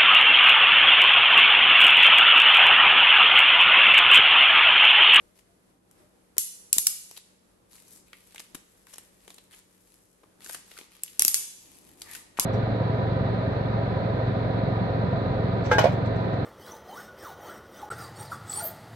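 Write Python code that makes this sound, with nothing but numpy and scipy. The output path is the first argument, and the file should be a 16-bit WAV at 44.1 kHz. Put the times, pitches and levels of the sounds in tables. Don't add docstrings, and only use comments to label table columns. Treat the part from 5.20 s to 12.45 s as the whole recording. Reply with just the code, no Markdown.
import sys
import numpy as np
from scipy import signal
from scipy.fft import rfft, irfft, next_fast_len
from scipy.io import wavfile

SR = 44100
rng = np.random.default_rng(int(sys.argv[2]) if len(sys.argv) > 2 else 0)


def wrap_up_sound(samples):
    columns = np.atleast_2d(samples).T
    tamed = np.clip(columns, -1, 1)
    steps = np.round(tamed * 32767).astype(np.int16)
    wavfile.write(sys.argv[1], SR, steps)


N = 319680
TIME_S = np.arange(N) / SR
SNAP_RISE_S = 0.0005

# freq_hz, correlation
NEAR_CORRELATION = [(100, 1), (1000, 0.73), (3000, 0.46), (7000, 0.081), (14000, 0.18)]
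AIR_CORRELATION = [(60, 0.58), (150, 0.77), (380, 0.29), (950, -0.18), (2380, -0.08), (5980, 0.033),
                   (15000, 0.08)]
# freq_hz, left_over_right_db
TOOL_BALANCE = [(200, 13.5), (800, 1), (2400, 2.5), (4500, -3.5), (6800, -4.5), (9200, -2.5), (11300, 18),
                (12400, 20.5), (14500, 12)]
AIR_BALANCE = [(60, 1), (150, 0), (380, 3), (950, -1), (2380, 0), (5980, -2.5), (15000, 7.5)]
# freq_hz, t60_s
ROOM_T60 = [(100, 0.85), (500, 0.79), (1500, 1), (3500, 1), (7000, 0.84), (11000, 0.56), (16000, 0.26)]
# freq_hz, gain_db
AIR_SPECTRUM = [(20, -19), (45, 1), (75, -6), (130, -5), (220, -3), (280, -4.5), (380, -3), (580, -5.5),
                (680, -11.5), (800, -11.5), (1400, -13), (2800, -19.5), (6000, -22), (11500, -18.5),
                (12800, -23), (16000, -42.5)]
SHUFFLE_SPECTRUM = [(25, -14), (50, -2.5), (100, -6), (200, -5), (310, 2.5), (500, -11.5), (900, -8.5),
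                    (2500, -38.5)]
RUB_SPECTRUM = [(100, -11), (400, -25), (900, 1), (1900, -5), (3200, -1), (4800, 4), (8000, 8.5),
                (10200, 7.5), (11700, 5.5), (13000, -4), (16000, -7.5)]
TICK_SPECTRUM = [(60, -22), (350, 7.5), (700, 4.5), (1800, 3), (3200, 2), (5000, -1), (8000, 0.5),
                 (11500, -1.5), (16000, -17)]
THUD_SPECTRUM = [(40, -16.5), (75, -16.5), (120, -9), (240, 2), (550, -1), (1000, 8), (2000, -4),
                 (8000, -18)]
SNAP_SPECTRUM = [(60, -22.5), (250, -19), (700, -30), (1500, -20.5), (2600, -11.5), (3600, -11.5),
                 (5800, -4), (7800, -1), (9600, 0.5), (11000, -5.5), (12500, -4), (16000, -4)]
SNAP_ECHO_SPECTRUM = [(60, -22), (250, -25), (800, -22.5), (1800, -20.5), (2800, -11.5), (3900, -13),
                      (5500, -8.5), (7000, -3), (9600, -3.5), (11700, 3), (12800, -11), (16000, -11)]
# start_s, length_s, pitch_hz, level_db
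FAINT_TONES = [(0.0, 0.12, 483, -69), (0.078, 0.22, 626, -76.5), (0.25, 0.18, 695, -77),
               (0.36, 0.8, 794, -80), (0.754, 0.3, 600, -72.5), (2.778, 0.21, 538, -71)]
# pitch_hz, level_db
HUM_PARTIALS = [(49, -85.5), (100, -81), (184.5, -73.5), (479, -80.5), (608, -88.5)]
# start_s, length_s, level_db
ARM_MOVES = [(0.198, 1.55, -70.5), (2.145, 1.13, -69.5), (3.24, 0.28, -66), (5.094, 0.66, -68),
             (6.178, 1.52, -61.5)]
# start_s, length_s, level_db, treble_over_middle_db, hollow_over_middle_db
GLOVE_STROKES = [(0.141, 0.093, -59.5, -2, -7), (1.923, 0.091, -48, 3, 7), (2.488, 0.18, -51.5, 0, -5),
                 (2.622, 0.16, -52.5, 3, 1), (2.696, 0.13, -48.5, 9.5, 7), (2.815, 0.66, -55.5, 1.5, 7),
                 (3.304, 1, -62.5, 6.5, 7), (3.66, 0.14, -49.5, 0.5, 3), (3.814, 0.095, -57.5, 2, 5),
                 (3.947, 0.4, -58.5, -1, -5), (4.297, 0.096, -50.5, 4.5, 8),
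                 (4.357, 0.057, -50.5, -4.5, -8.5), (4.386, 0.76, -62.5, 8, 7.5),
                 (4.639, 0.14, -58.5, 2.5, 1.5), (5.193, 0.24, -43.5, 0.5, 3), (5.275, 0.098, -39, 18, 9.5),
                 (5.435, 0.27, -49.5, -3.5, -5), (5.688, 0.15, -54.5, -6, -7), (5.797, 0.28, -52, -0.5, -4),
                 (6.303, 0.59, -54, 2, 4.5), (6.76, 0.17, -49.5, 4, 6), (6.874, 0.17, -41, 0.5, -2)]
# freq_hz, gain_db
GRIP_MODES = [(1230, -9), (1880, 5.5), (2350, 0), (3150, -23.5)]
# start_s, level_db, length_ms, tilt_db_per_oct, resonance_hz, lift_db
HAND_TICKS = [(0.19, -56, 5.2, 2, 1820, 6), (0.712, -55.5, 0.92, 2, 9800, 7.5),
              (1.1677, -45.5, 0.4, -1, 4500, 0.5), (1.5673, -45.5, 1.8, -0.5, 10000, 8),
              (1.9123, -44, 0.54, 3, 5500, 6), (1.9663, -46.5, 0.98, 2.5, 3690, 15),
              (1.9732, -40.5, 6.2, 2.5, 3960, 12), (2.553, -56.5, 5.2, 4, 1714, 11),
              (2.581, -59, 3.9, 2, 2410, 18), (2.931, -42.5, 1.8, 0.5, 2250, 21),
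              (3.1465, -45.5, 0.9, 1, 6900, 4), (3.1595, -43, 1.8, 3.5, 2040, 16),
              (3.1805, -41, 1.1, 1.5, 2860, 16), (3.1955, -40.5, 3.3, 1.5, 5750, 5.5),
              (3.2012, -39.5, 2, 3.5, 1900, 3), (3.347, -35, 7.4, 3, 1750, 4),
              (3.669, -51.5, 2.2, 0, 1600, 12.5), (3.7372, -41.5, 6.2, 1, 6160, 9),
              (3.758, -50.5, 1.8, 1, 6000, 8.5), (3.7826, -39.5, 1.1, 1.5, 9600, 6),
              (4.0786, -46, 2.9, 1, 3000, 6), (4.104, -45.5, 1.4, 1, 3460, 8),
              (4.1424, -48.5, 3.2, 5.5, 7240, 7), (4.163, -57.5, 1, 4.5, 8000, 8),
              (4.182, -47, 3.8, 1.5, 3520, 11), (4.327, -51, 10, 2, 2900, 15),
              (4.337, -51.5, 7, -1.5, 2200, 18.5), (5.0332, -53.5, 7.4, -5.5, 1120, 5.5),
              (5.206, -53, 1.9, 0, 1800, 7), (5.2266, -56, 3.7, 0, 2630, 5.5),
              (5.245, -43.5, 0.93, 4, 6300, 13), (5.262, -41.5, 1.8, 0.5, 1300, 1.5),
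              (5.2952, -38, 3.7, -1, 1270, 1), (5.346, -34, 5, 2.5, 1680, 8),
              (5.5155, -46.5, 0.75, -4.5, 3700, 19), (5.569, -49.5, 2.2, 3, 1360, 23.5),
              (5.5877, -41, 1.8, 1.5, 3220, 2.5), (5.612, -46.5, 1.6, -3.5, 2840, 10),
              (5.879, -47, 3.4, 6, 2820, 20), (6.692, -57, 2.3, 1.5, 3360, 3),
              (6.818, -35, 2.3, 4.5, 4340, 7), (6.9500, -36.5, 7, 5, 1790, 18),
              (7.1725, -41, 4.3, 0, 2220, 19), (7.178, -36.5, 27, 0.5, 2200, 11)]
# start_s, level_db, cutoff_hz, send_db, hand_weight_db
THUDS = [(1.1665, -57, 513, -6.5, -17.5), (1.1827, -48.5, 330, -11.5, -7), (1.5666, -44, 343, -2.5, -6.5),
         (1.5849, -51, 420, -4, -2), (1.669, -51.5, 149, -3, 1.5), (3.348, -43, 296, -16, -23),
         (3.3545, -49, 262, -19, -5), (4.0787, -51.5, 780, 0, -24.5), (5.9950, -43.5, 880, -17, -24),
         (6.0515, -42.5, 400, -13, -14), (6.0810, -49, 397, -11, -12), (6.1445, -64, 400, -11, -14),
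         (7.1887, -26, 1480, -2, -34)]
# start_s, level_db, chatter_ms, tilt_db_per_oct,
# low_ping_hz, middle_ping_hz, high_ping_hz, send_db, tail_tilt_db_per_oct, steel_db
SNAPS = [(1.181, -13.5, 1.8, 1.5, 6960, 10660, 11980, 1, 3, -2),
         (1.5284, -11, 2.97, 0.4, 7670, 8790, 11290, -1.5, 1.5, -9.5),
         (1.5823, -13, 2.76, -1.4, 7330, 8030, 11750, 0.5, 3.5, -7),
         (1.6683, -10.5, 3.4, -0.3, 5560, 7030, 8710, -3, 1, -6.5),
         (5.8348, -25, 0.25, 0.5, 8100, 9550, 11940, -11, -1, -3),
         (5.9942, -13.5, 1.97, -0.4, 5920, 8480, 11200, -2, -2.5, 0),
         (6.0210, -13, 1.05, -1.5, 5680, 9260, 10870, -5.5, 0, -9),
         (6.049, -15.5, 1.6, -1, 5600, 8600, 11760, 1, 2, -14),
         (6.0804, -13, 2.08, 0.5, 4760, 5150, 10570, -0.5, 1, -13),
         (6.1435, -13, 0.62, 0, 4310, 7130, 10900, -0.5, 0, 0.5),
         (7.1971, -16.5, 1.04, -2, 5010, 8100, 11160, 2, -2, 1)]
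# freq_hz, t60_s, bite_db, squeeze_db, opening_db
STEEL_MODES = [(2640, .4, -8, -6, 0), (2929, .35, -10, -10, 0), (3440, .35, -3, -1, 6),
               (4016, .55, -2, 2, -2), (4382, .5, 3, 7, -6), (4597, .35, -6, -8, 2), (4990, .45, -5, 7, 6),
               (5146, .42, 1, 8, 3), (5600, .35, 4, 2, 3), (5857, .4, 12, 3, -8), (6100, .3, 0, 7, 4),
               (6490, .35, 9, 0, 6), (7031, .35, 4, 13, 0), (7190, .35, 3, 9, 6), (7440, .35, 3, 5, 7),
               (8635, .35, 6, 0, 8), (8818, .25, 15, 0, 0), (10190, .4, 11, 12, 8), (10767, .35, 15, 3, 8),
               (11036, .35, 4, 6, 13), (11270, .5, 15, 6, 9), (11600, .4, 16, 6, 7)]
# squeeze_start_s, opening_start_s
LOAD_CHANGES_S = (1.4, 3.0)
# start_s, pitch_hz, level_db
SPRING_RINGS = [(1.182, 10800, -46), (1.667, 11100, -48.5), (6.144, 11040, -53)]
# spacing_hz, spread_db
TAIL_RIPPLE = (65, 4.2)
# start_s, length_s, level_db
BENCH_SCRAPE = (6.81, 0.25, -55.5)
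# freq_hz, gain_db
CARDBOARD_MODES = [(950, -6), (1200, 3), (1850, 4), (2300, -19)]


def from_db(db):
    return 10 ** (np.asarray(db) / 20)


def unit_rms(x):
    return x / np.sqrt(np.mean(x ** 2) + 1e-20)


def at_hz(table, hz):
    freqs_hz, values = np.transpose(table)
    return np.interp(np.log(np.maximum(hz, 1)), np.log(freqs_hz), values)


def butter(x, hz, kind, order):
    return signal.sosfilt(signal.butter(order, hz, kind, fs=SR, output="sos"), x)


def resonance(x, hz, q):
    return signal.lfilter(*signal.iirpeak(hz, q, fs=SR), x)


def coloured(x, spectrum, tilt_db_per_oct=0):
    size = 2 * next_fast_len(x.shape[-1] // 2 + 2048)
    hz = np.fft.rfftfreq(size, 1 / SR)
    octaves = np.log2(np.maximum(hz, 1000) / 4000)
    gain = from_db(at_hz(spectrum, hz) + tilt_db_per_oct * octaves)
    cepstrum = irfft(np.log(gain), size)
    cepstrum[1:size // 2] *= 2
    cepstrum[size // 2 + 1:] = 0
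    return irfft(rfft(x, size) * np.exp(rfft(cepstrum)), size)[..., :x.shape[-1]]


def stereo_noise(correlation, size):
    mid, side = rfft(rng.standard_normal((2, size)))
    alike = at_hz(correlation, np.fft.rfftfreq(size, 1 / SR))
    return irfft(np.sqrt(1 + alike) * mid + np.sqrt(1 - alike) * side * [[1], [-1]], size) / np.sqrt(2)


def drift(rate_hz):
    knots = rng.standard_normal(8000)
    return np.interp(TIME_S * rate_hz, np.arange(len(knots)), knots) * np.sqrt(1.5)


def movement(start_s, length_s, rise_share=0.28, fall_share=0.58):
    progress = (TIME_S - start_s) / length_s
    ramp = np.clip(np.minimum(progress / rise_share, (1 - progress) / fall_share), 0, 1)
    return np.sin(np.pi / 2 * ramp) ** 1.5


def panned(x, left_db):
    return x * from_db([[left_db / 2], [-left_db / 2]])


def leaned(x, balance, share=1):
    half = np.array(balance) * [1, share / 2]
    return np.array([coloured(x[0], half), coloured(x[1], half * [1, -1])])


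def add(track, start_s, sound):
    i = int(start_s * SR)
    track[:, i:i + sound.shape[-1]] += sound[..., :N - i]


def at_level(sound, level_db):
    energy = np.mean(np.sum(sound ** 2, axis=-1))
    return sound * from_db(level_db) * np.sqrt(.005 * SR / energy)


def room(x, first_s=0.0019, build_s=0.0029, early_db=8.5, early_s=0.1):
    t = TIME_S[:SR]
    white = rfft(stereo_noise(AIR_CORRELATION, SR))
    centres_hz = np.geomspace(100, 16000, 12)
    log_hz = np.log(np.maximum(np.fft.rfftfreq(SR, 1 / SR), 1))
    tail = 0
    for hz, share in zip(centres_hz, np.eye(len(centres_hz))):
        band = irfft(white * np.interp(log_hz, np.log(centres_hz), share), SR)
        tail += band * from_db(-60 * t / at_hz(ROOM_T60, hz))
    tail *= np.clip((t - first_s) / build_s, 0, 1)
    tail *= from_db(early_db * np.exp(-t / early_s))
    return signal.fftconvolve(x, unit_rms(tail) / np.sqrt(SR), axes=-1)[:, :N]


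def faint_tones(waver_hz=11, flutter_db=5.5):
    tones = 0
    for start_s, length_s, pitch_hz, level_db in FAINT_TONES:
        phase = 2 * np.pi * np.cumsum(pitch_hz + waver_hz * drift(33)) / SR
        tones += from_db(level_db + flutter_db * drift(20)) * movement(start_s, length_s) * np.sin(phase)
    return tones


def background(air_db=-66, waver_db=2, resting_arms_db=-74):
    air_gain = from_db(air_db + waver_db * drift(10))
    air = air_gain * unit_rms(coloured(stereo_noise(AIR_CORRELATION, N), AIR_SPECTRUM))
    hum = 0
    for pitch_hz, level_db in HUM_PARTIALS:
        amplitude = np.sqrt(2) * from_db(level_db + drift(2.6))
        hum += amplitude * np.sin(2 * np.pi * pitch_hz * TIME_S + .5 * drift(0.85))
    moves = sum(from_db(db) * movement(start_s, length_s) for start_s, length_s, db in ARM_MOVES)
    effort = np.hypot(from_db(resting_arms_db), moves)
    shuffle = effort * unit_rms(coloured(stereo_noise(AIR_CORRELATION, N), SHUFFLE_SPECTRUM))
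    return leaned(air + hum + faint_tones() + shuffle * from_db(drift(27)), AIR_BALANCE)


def glove_rub(gain_db=-5.5, treble_db=7, grip_db=-3, catches_per_s=240, catch_db=2, split_hz=4500,
              judder_db=1.5, echo_db=-4):
    catches = (rng.random(N) < catches_per_s / SR) * from_db(3 * np.minimum(rng.exponential(1, N), 3))
    grains = unit_rms(signal.lfilter([1], [1, -.95], catches + 1e-18))
    friction = stereo_noise(NEAR_CORRELATION, N) * np.hypot(1, from_db(catch_db) * grains)
    slide = coloured(friction, RUB_SPECTRUM)
    treble = unit_rms(butter(slide, split_hz, "high", order=3))
    finger_pressure = from_db(judder_db * drift(45))
    middle = unit_rms(butter(slide, split_hz, "low", order=3) * finger_pressure)
    modes = (from_db(db + 5.1 * drift(22.79)) * resonance(slide, hz, q=5.2) for hz, db in GRIP_MODES)
    hollow = unit_rms(sum(modes))
    powers = np.zeros((3, N))
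    for start_s, length_s, level_db, bright_db, hollow_db in GLOVE_STROKES:
        shares = from_db([0, bright_db + treble_db, hollow_db + grip_db])
        envelope = from_db(level_db + gain_db) * movement(start_s, length_s)
        powers += np.outer(shares / np.linalg.norm(shares), envelope) ** 2
    near = sum(part * np.sqrt(power) for part, power in zip((middle, treble, hollow), powers))
    return panned(leaned(near, TOOL_BALANCE, share=0.95), left_db=2.5) + from_db(echo_db) * room(near)


def chatter(length_ms, ring_ms, after_db, after_ms, blow_gain, size=4096):
    late_ms = np.maximum(TIME_S[:size] * 1000 - length_ms, 0)
    envelope = np.exp(-late_ms / ring_ms) + from_db(after_db) * np.exp(-late_ms / after_ms)
    rattle = stereo_noise(NEAR_CORRELATION, size) * envelope
    arrival_samples = rng.integers(0, 6, (2, 1))
    return rattle + blow_gain * np.linalg.norm(rattle[0]) * (np.arange(size) == arrival_samples)


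def hand_ticks(echo_db=-10):
    near = np.zeros((2, N))
    for start_s, level_db, length_ms, tilt_db_per_oct, resonance_hz, lift_db in HAND_TICKS:
        touch = chatter(length_ms, ring_ms=1, after_db=-11.5, after_ms=17, blow_gain=0.31)
        touch = coloured(touch, TICK_SPECTRUM, tilt_db_per_oct)
        touch += (from_db(lift_db) - 1) * resonance(touch, resonance_hz, q=3.1)
        add(near, start_s, at_level(touch, level_db))
    return panned(leaned(near, TOOL_BALANCE, share=0.72), left_db=2) + from_db(echo_db) * room(near)


def thuds(echo_db=-5, weight_hz=110):
    near, sent = np.zeros((2, 2, N))
    for start_s, level_db, cutoff_hz, send_db, weight_db in THUDS:
        push = butter(signal.unit_impulse(SR // 5), cutoff_hz, "low", order=4)
        bump = from_db(weight_db) * butter(push, weight_hz, "low", order=1)
        blow = at_level(coloured(push, THUD_SPECTRUM) + bump, level_db)
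        add(near, start_s, blow)
        add(sent, start_s, blow * from_db(send_db + echo_db))
    return near + room(sent)


def pings(pitches_hz, chatter_ms, size, levels_db=(-5.5, -7, -5), ring_ms=0.89):
    t = TIME_S[:size]
    envelope = np.clip(t / SNAP_RISE_S, 0, 1) * np.exp(-np.maximum(t * 1000 - chatter_ms, 0) / ring_ms)
    return envelope * sum(from_db(db) * np.sin(2 * np.pi * (hz * t + rng.random((2, 1))))
                          for hz, db in zip(pitches_hz, levels_db))


def steel_ring(load_index, scatter_db=0.5):
    hz, t60_s, *levels_db = np.transpose(STEEL_MODES)[:, :, None]
    t = TIME_S[:SR]
    strength = from_db(levels_db[load_index] + scatter_db * rng.uniform(-1.1, 1, (2, len(hz), 1)))
    phase = rng.uniform(0, 2 * np.pi, (len(hz), 1)) + rng.uniform(0, np.pi, (2, len(hz), 1))
    return np.sum(strength * from_db(-60 * t / t60_s) * np.sin(2 * np.pi * hz * t + phase), axis=1)


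def spring_ring(pitch_hz, t60_s=0.93):
    t = TIME_S[:2 * SR]
    return from_db(-60 * t / t60_s) * np.sin(2 * np.pi * pitch_hz * t)


def rippled(x):
    spacing_hz, spread_db = TAIL_RIPPLE
    hz = np.arange(2400, 12500, spacing_hz)
    gain = unit_rms(from_db(spread_db * np.clip(rng.standard_normal(len(hz)), -2, 1.3)))
    gain[[0, -1]] = 1
    return coloured(x, np.column_stack([hz, 20 * np.log10(gain)]))


def wall_echo(x, delay_s=0.011, echo_db=-18):
    return from_db(echo_db) * np.pad(x, [(0, 0), (int(delay_s * SR), 0)])[:, :N]


def ratchet(echo_db=-4.5, ring_db=-39, chatter_echo_db=-4, ring_echo_db=-4):
    near, sent, ringing = np.zeros((3, 2, N))
    for (start_s, level_db, chatter_ms, tilt_db_per_oct, *pings_hz,
         send_db, tail_tilt_db_per_oct, steel_db) in SNAPS:
        contact = chatter(chatter_ms, ring_ms=0.35, after_db=-15, after_ms=4.5, blow_gain=0)
        size = contact.shape[-1]
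        contact *= np.clip((TIME_S[:size] + 1 / SR) / SNAP_RISE_S, 0, 1)
        crack = coloured(contact + pings(pings_hz, chatter_ms, size), SNAP_SPECTRUM, tilt_db_per_oct)
        add(near, start_s, at_level(crack, level_db))
        load_index = np.searchsorted(LOAD_CHANGES_S, start_s)
        add(ringing, start_s, steel_ring(load_index) * from_db(level_db + steel_db + ring_db))
        late_chatter = np.roll(contact[0], round(.001 * SR)) / np.linalg.norm(contact[0])
        radiated = signal.unit_impulse(size) + from_db(chatter_echo_db) * late_chatter
        radiated = coloured(radiated, SNAP_ECHO_SPECTRUM, tail_tilt_db_per_oct)
        add(sent, start_s, at_level(radiated, level_db + send_db + echo_db))
    for start_s, pitch_hz, level_db in SPRING_RINGS:
        add(ringing, start_s, from_db(level_db) * spring_ring(pitch_hz))
    near = leaned(near, TOOL_BALANCE)
    return near + wall_echo(near) + ringing + room(rippled(sent) + from_db(ring_echo_db) * ringing)


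def bench_scrape(q=7.5, rough_db=3, echo_db=-4):
    start_s, length_s, level_db = BENCH_SCRAPE
    friction = stereo_noise(NEAR_CORRELATION, N)
    body = sum(from_db(db + rough_db * drift(40)) * resonance(friction, hz, q)
               for hz, db in CARDBOARD_MODES)
    near = from_db(level_db) * movement(start_s, length_s) * unit_rms(body)
    return near + from_db(echo_db) * room(near)


def scene():
    tool = ratchet() + hand_ticks() + panned(thuds(), left_db=4)
    return tool + glove_rub() + background() + bench_scrape()


def record(dry, shelf_db=-12, ceiling=0.85, cutoff_hz=17000):
    shelved = coloured(dry, [(12000, 0), (12300, shelf_db)])
    rounded = ceiling * np.tanh(shelved / ceiling)
    return signal.sosfilt(signal.cheby2(14, 70, cutoff_hz, fs=SR, output="sos"), rounded)


dry = scene()
out = record(dry)
wrap_up_sound(out)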